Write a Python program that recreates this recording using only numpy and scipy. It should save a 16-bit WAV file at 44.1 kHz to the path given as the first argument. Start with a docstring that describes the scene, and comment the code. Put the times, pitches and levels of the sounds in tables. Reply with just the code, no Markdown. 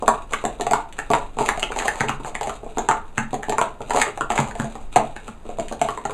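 """Plastic sport cups are stacked into pyramids and swept back into piles at speed, on a mat on a wooden table.
Cups land on the mat, tap on each other and nest; each contact mixes hollow ring, table knock, wall clack and rim tick.
Cups rasp as they slide into each other, rims graze, whole piles thump the mat and fingers rattle faintly.
The small room adds a near echo and a short tail; a mono camera on the same table picks up its slow rocking."""
import sys
import numpy as np
from scipy import signal
from scipy.fft import rfft, irfft
from scipy.io import wavfile
from scipy.ndimage import uniform_filter1d

SR = 44100
rng = np.random.default_rng(int(sys.argv[2]) if len(sys.argv) > 2 else 0)


def to_wav(s):
    """Save 16-bit WAV."""
    ch = np.atleast_2d(s).T  # columns
    pcm = np.round(np.clip(ch, -1, 1) * 32767)  # PCM
    wavfile.write(sys.argv[1], SR, pcm.astype(np.int16))


N = 270482
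SIZE = 16384  # samples in one short sound
T = np.arange(SIZE) / SR
HZ = np.fft.rfftfreq(SIZE, 1 / SR)

# Modes of the table top. Each row: frequency in Hz, width in Hz, relative level in dB.
TABLE_MODES = [(138.4, 17.2, -0.5), (223.6, 13, 0), (287, 133, -7), (432.7, 61, -3), (564, 88, -5.5)]
# Colour of the air ringing in a cup. Each row: frequency in Hz, relative level in dB.
HOLLOW_COLOUR = [(150, -4.5), (420, 2), (720, 2), (1300, 1), (2000, -17.5), (4000, -3.5), (12000, -91)]
# Colour of the bending cup wall. Each row: frequency in Hz, relative level in dB.
WALL_COLOUR = [(400, -22), (1100, 4.5), (2000, -6), (2200, -1), (3200, -11.5), (4500, -24), (14000, -77.5)]
# Colour of the stiff rim. Each row: frequency in Hz, relative level in dB.
RIM_COLOUR = [(800, -12.5), (2500, 1.5), (5400, -10), (6600, 0), (7400, 2.5), (8800, -6.5), (11000, -17.5),
              (14000, -30.5), (16000, -47)]
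WALL_HZ = 1840  # the bending wall, when it does not lead


def amp(db):
    """Decibels to gain."""
    return 10 ** (np.asarray(db) / 20)


def unit(x):
    """x at rms 1."""
    return x / np.sqrt(np.mean(x ** 2) + 1e-20)


def along(points, hz):
    """(Hz, value) points read on a log frequency axis."""
    point_hz, values = np.transpose(points)
    return np.interp(np.log(hz + 1), np.log(point_hz + 1), values)


def causal(points):
    """Minimum-phase response with the gains of (Hz, dB) points, by folding the cepstrum forward in time."""
    cepstrum = irfft(np.log(amp(along(points, HZ))))
    cepstrum[1:SIZE // 2] *= 2
    cepstrum[SIZE // 2 + 1:] = 0
    return np.exp(rfft(cepstrum))


def resonance(hz, width_hz, f=HZ):
    """Response of one damped mode, with gain 1 at its peak."""
    damping = 1j * f * width_hz
    return damping / (hz * hz - f * f + damping)


def modes(rows):
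    """Summed response of (Hz, width Hz, dB) modes."""
    return sum(amp(db) * resonance(hz, width) for hz, width, db in rows)


def noise(points):
    """Steady noise of rms 1, coloured by (Hz, dB) points."""
    gains = amp(along(points, np.fft.rfftfreq(N, 1 / SR)))
    return unit(irfft(rfft(rng.standard_normal(N)) * gains, N))


def add(track, s, sound):
    """Mix a sound in at time s."""
    part = track[max(round(s * SR), 0):][:len(sound)]
    part += sound[:len(part)]


def burst(spectrum, db):
    """The sound of a spectrum, with the energy of 40 ms at this rms level."""
    sound = irfft(spectrum)
    return amp(db) * sound / np.linalg.norm(sound) * np.sqrt(.04 * SR)


def blow(chatter, t60):
    """Spectrum of a contact force: one sharp push, then brief decaying chatter of the plastic."""
    force = rng.standard_normal(SIZE) * amp(-60 * T / t60)
    force *= chatter / np.linalg.norm(force)
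    force[0] = 1
    return rfft(force)


def room(wet_db=-1, echo_db=-8, echo_s=0.0083, build_s=0.0018):
    """Response from one spot on the table: direct sound, a near wall, and a diffuse tail duller as it dies."""
    # How fast the small room dies away. Each row: frequency in Hz, time to fall 60 dB in seconds.
    decay = [(150, .36), (1000, 0.3), (7300, 0.19), (14000, 0.15)]
    hz, t, cells = signal.stft(rng.standard_normal(SIZE), SR, nperseg=256)
    cells = cells * amp(-60 * t / along(decay, hz)[:, None])
    tail = signal.istft(cells, SR, nperseg=256)[1][:SIZE]
    tail *= np.sqrt(2 * np.log(1000) / (SR * decay[1][1]))  # near unit energy, by the decay at 1 kHz
    tail *= 1 - np.exp(-(T / build_s) ** 2)
    delay = echo_s * (1 + rng.standard_normal() / 10)  # the path to the wall varies with the spot
    echo = amp(echo_db) * np.exp(-2j * np.pi * HZ * delay)
    return 1 + echo + amp(wet_db) * rfft(tail)


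def background():
    """Steady faint room air, and low rumble that follows the rocking of the table under the camera."""
    # Rocking of the table. Each row: time in seconds, level in dB.
    rocking = [(0, -33.5), (0.9, -38.5), (1.5, -32.5), (2.4, -34), (2.9, -35), (3.8, -40), (4.5, -30.5),
               (5.6, -40.5)]
    # Colour of the room air. Each row: frequency in Hz, relative level in dB.
    air_colour = [(60, 12.5), (250, 3.5), (750, 0.5), (1500, -9.5), (4000, -24), (7500, -21), (13000, -36),
                  (16000, -56)]
    # Colour of the rocking. Each row: frequency in Hz, relative level in dB.
    sway_colour = [(5, -16), (14, 8.5), (27, -6.5), (40, -4.5), (600, -103)]
    rocking_db = np.interp(np.arange(N) / SR, *np.transpose(rocking))
    return amp(-46.0) * noise(air_colour) + amp(rocking_db) * noise(sway_colour)


def fingers(blows):
    """Fingers never leave the cups: faint touches and rattles, stronger around the blows and fading in the pauses."""
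    busy_s, busy_grows = 0.083, 0.47  # span averaged (s); dB of handling per dB of the blows
    touches = (rng.random(N) < 160 / SR) * rng.standard_normal(N)  # about 160 a second
    plastic = causal(RIM_COLOUR) + amp(5.5) * causal(HOLLOW_COLOUR) + amp(-1) * causal(WALL_COLOUR)
    touch = irfft(blow(chatter=5.3, t60=0.029) * plastic * room())
    power = np.abs(uniform_filter1d(blows ** 2, int(busy_s * SR)))
    busy = power ** (busy_grows / 2)
    return amp(-47.5) * unit(signal.fftconvolve(touches * busy, touch)[:N])


def contact(s, level_db, cavity_hz, wall_hz, ring_db, knock_db, clack_db, tick_db):
    """One contact excites four things at once: the air in the cups, the table, the bending wall and the rim."""
    # Loose cups that ring in sympathy. Each row: frequency in Hz, width in Hz, relative level in dB.
    loose = [(682, 95, 4.5), (870, 31, -7), (1396, 74, -0.5)]
    knock_grows = 0.65  # dB of table knock per dB of contact: the mat cushions hard blows
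    track, chance = np.zeros(N), rng.random(3)
    upper_hz = cavity_hz * (1.22 + 0.62 * chance[0])
    cavity = resonance(cavity_hz, 109) - amp(-10.0) * resonance(upper_hz, 180)
    # the grip of the hand shifts the wall's upper mode
    bending = resonance(wall_hz, 300) - amp(-14) * resonance(2400 + 1000 * chance[1], 1020)
    hollow = causal(HOLLOW_COLOUR) * (1 + modes(loose))
    wall, rim = causal(WALL_COLOUR), causal(RIM_COLOUR)
    # a light blow, softened by the mat
    table = modes(TABLE_MODES) * causal([(100, -13.5), (450, -1), (4000, -44.5)])
    space = room()

    ring = blow(chatter=1.0, t60=0.042) * cavity * hollow * space
    knock = blow(chatter=0.78, t60=0.018) * table * space
    clack = blow(chatter=1.14, t60=0.011) * bending * wall * space
    tick = blow(chatter=2, t60=.007) * rim * space
    add(track, s, burst(ring, level_db + ring_db))
    add(track, s, burst(knock, knock_grows * level_db + knock_db))
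    add(track, s, burst(clack, level_db + clack_db))
    add(track, s, burst(tick, level_db + tick_db))

    # a tilted cup scuffs with one edge 5 to 10 ms before it seats
    scuff = blow(chatter=12, t60=0.055) * space
    lead_s = .005 * (1 + chance[2])
    add(track, s - lead_s, burst(scuff * rim, level_db + tick_db - 36))
    add(track, s - lead_s, burst(scuff * wall, level_db + clack_db - 18.5))
    return track


def landings():
    """The mat takes the first edge with a dull knock; the rim follows with a brighter tick."""
    # Cups set down on the mat. Each row: time of the first edge in seconds, hollow pitch in Hz,
    # contact level of the landing in dB, contact level of the seating rim in dB.
    cups_down = [(0.024, 710, -26, -54), (0.44, 760, -26, -27.5), (0.598, 720, -32, -28),
                 (1.103, 775, -18.5, -31.5), (1.37, 826, -35.5, -63), (1.408, 857, -21.5, -43),
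                 (1.703, 840, -37, -58), (2.036, 870, -29, -45), (2.201, 885, -39.5, -60),
                 (2.633, 664, -40.5, -53), (2.664, 646, -40, -65.5), (2.772, 804, -27, -26),
                 (3.331, 783, -25.5, -35), (3.484, 740, -29.5, -27.5), (3.806, 890, -35.5, -43.5),
                 (3.946, 830, -24, -34), (4.067, 1200, -33.5, -37), (4.962, 713, -18.5, -43),
                 (5.454, 740, -45, -76), (5.491, 730, -35, -49), (5.586, 650, -28, -33.5),
                 (5.713, 750, -34.5, -36), (6.096, 1060, -34, -41.5)]
    seat_s = 0.012  # from the first edge to the whole rim
    track = np.zeros(N)
    for s, hz, landing_db, seating_db in cups_down:
        track += contact(s, landing_db, hz, WALL_HZ, ring_db=-0.5, knock_db=-11, clack_db=-27, tick_db=-20.5)
        track += contact(s + seat_s, seating_db, hz, WALL_HZ,
                         ring_db=1, knock_db=-10, clack_db=-13, tick_db=-4.5)
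    return track


def taps():
    """Cup on cup: the hollow ring leads, under a crisp edge."""
    # Cups tapping on other cups. Each row: time in seconds, hollow pitch in Hz, contact level in dB.
    cup_taps = [(0.0797, 890, -13), (0.667, 756, -23), (0.711, 743, -19.5), (0.734, 915, -17),
                (1.135, 943, -17.5), (1.151, 930, -25), (1.387, 886, -24), (1.575, 740, -30.5),
                (1.762, 826, -29), (2.247, 910, -34.5), (2.411, 820, -25.5), (2.472, 650, -29),
                (2.888, 874, -15.5), (2.912, 1000, -20.5), (3.523, 865, -25.5), (3.583, 950, -19),
                (3.614, 910, -19.5), (3.907, 900, -23.5), (3.972, 840, -22.5), (4.175, 790, -31.5),
                (4.209, 1160, -23), (4.303, 744, -21), (4.389, 950, -22.5), (4.553, 725, -33.5),
                (4.644, 685, -32.5), (4.754, 800, -36), (4.9598, 765, -15.5), (4.965, 815, -18),
                (5.815, 745, -18), (5.887, 1073, -26.5), (5.975, 980, -32.5), (6.053, 780, -25.5)]
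    track = np.zeros(N)
    for s, hz, db in cup_taps:
        track += contact(s, db, hz, WALL_HZ, ring_db=0.5, knock_db=-16.0, clack_db=-13, tick_db=-12.5)
    return track


def slides():
    """Nested walls stick and slip: dense tiny catches rasp and stir the air between the cups."""
    # Cups sliding into a pile. Each row: start in seconds, end in seconds,
    # level in dB of the hollow rub over the slide, before the room.
    pile_slides = [(0.306, 0.34, -36.5), (1.382, 1.514, -33.5), (1.749, 1.877, -30.5),
                   (1.905, 2.044, -37.5), (2.252, 2.302, -35.5), (2.431, 2.569, -42), (3.885, 3.965, -31.5),
                   (3.951, 4.011, -23.5), (4.298, 4.417, -29), (4.401, 4.492, -38), (4.561, 4.676, -40.5),
                   (4.689, 4.837, -51), (5.83, 5.955, -41)]
    rasp_db = -5.5  # rasp of the walls against the hollow rub
    swell, release = 0.33, 0.28  # exponents: friction builds as the cups wedge, then lets go
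    track = np.zeros(N)
    cavity = (resonance(810, 470) + 0.29) * causal(HOLLOW_COLOUR)
    plastic = causal(RIM_COLOUR) + amp(3.5) * causal(WALL_COLOUR)
    for start, end, db in pile_slides:
        progress = np.minimum(T / (end - start), 1)
        grip = progress ** swell * (1 - progress) ** release
        # about 520 catches a second: many tiny, a few sharp
        catches = rng.laplace(size=SIZE) * (rng.random(SIZE) < 520 / SR)
        force = rfft(grip * catches)
        rub, rasp = unit(irfft(force * cavity)), unit(irfft(force * plastic))
        sound = amp(db) * (rub + amp(rasp_db) * rasp)
        share = (end - start) * SR / SIZE  # keeps the level over the slide, however short
        add(track, start, irfft(rfft(sound) * room()) * np.sqrt(share))
    return track


def nests():
    """Wall against wall: a light catch, then the snap; the clack leads and little air is left to ring."""
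    # Cups snapping home inside another, or pulled free. Each row: time of the snap in seconds,
    # wall pitch in Hz, contact level in dB.
    snaps = [(0.335, 1450, -25.5), (0.989, 1840, -30), (1.489, 1810, -21.5), (1.629, 2800, -25),
             (1.72, 1210, -34.5), (1.801, 1840, -32.5), (1.822, 1690, -35), (1.881, 1770, -22.5),
             (2.007, 1880, -24), (2.085, 2920, -32), (2.093, 1300, -26.5), (2.352, 1900, -31.5),
             (2.495, 1230, -32), (3.18, 1720, -24), (3.432, 1730, -35), (4.017, 1860, -21),
             (4.317, 1800, -36), (4.378, 1880, -25.5), (4.511, 1590, -41), (4.599, 1580, -31.5),
             (5.164, 1740, -40), (5.28, 1430, -39.5)]
    cavity_hz = 834  # the air in a cup, when it does not lead
    catch_s = .005  # the cup catches once this long before it snaps
    track = np.zeros(N)
    for s, hz, db in snaps:
        track += contact(s - catch_s, db, cavity_hz, hz,
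                         ring_db=-15.5, knock_db=-24.5, clack_db=-16.5, tick_db=-20)
        track += contact(s, db, cavity_hz, hz, ring_db=-3.0, knock_db=-19, clack_db=0.5, tick_db=-7)
    return track


def grazes():
    """Light touches excite only the stiff rim."""
    # Rims grazing a neighbour without ringing it. Each row: time in seconds, level in dB.
    rim_touches = [(0.926, -46), (1.461, -33), (1.596, -35.5), (1.789, -29), (2.432, -37), (4.016, -22.5),
                   (4.357, -37), (5.684, -42)]
    track, rim = np.zeros(N), causal(RIM_COLOUR)
    for s, db in rim_touches:
        add(track, s, burst(blow(chatter=1, t60=0.023) * rim * room(), db))
    return track


def thumps():
    """A heavy pile pushes slowly, so only the table's lowest modes answer."""
    # Whole piles landing on the mat. Each row: time in seconds, level in dB.
    piles_down = [(1.389, -33), (2.007, -27.5), (2.095, -31.5), (3.18, -25), (4.391, -22), (4.597, -23.5),
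                  (4.961, -26), (5.285, -38)]
    slow_push = causal([(50, -3.5), (230, 4.5), (400, -18.5), (2000, -91)])
    track, table = np.zeros(N), modes(TABLE_MODES) * slow_push
    for s, db in piles_down:
        add(track, s, burst(table * room(), db))
    return track


def scene():
    """All the cups, the hands and the room reach one microphone, which feeds both channels."""
    blows = landings() + taps() + nests()
    mono = background() + fingers(blows) + blows + slides() + grazes() + thumps()
    return np.array([mono, mono])


def record(dry):
    """The camera has a deep notch in the treble, rounds off the loudest peaks and keeps nothing above its band limit."""
    top_hz = 16200
    f = np.fft.rfftfreq(N + SIZE, 1 / SR)
    notched = irfft(rfft(dry, N + SIZE) * (1 - resonance(5460, 1460, f)), N + SIZE)
    rounded = notched / (1 + notched ** 6) ** (1 / 6)
    return irfft(rfft(rounded) * (f < top_hz), N + SIZE)[:, :N]


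dry = scene()
out = record(dry)
to_wav(out)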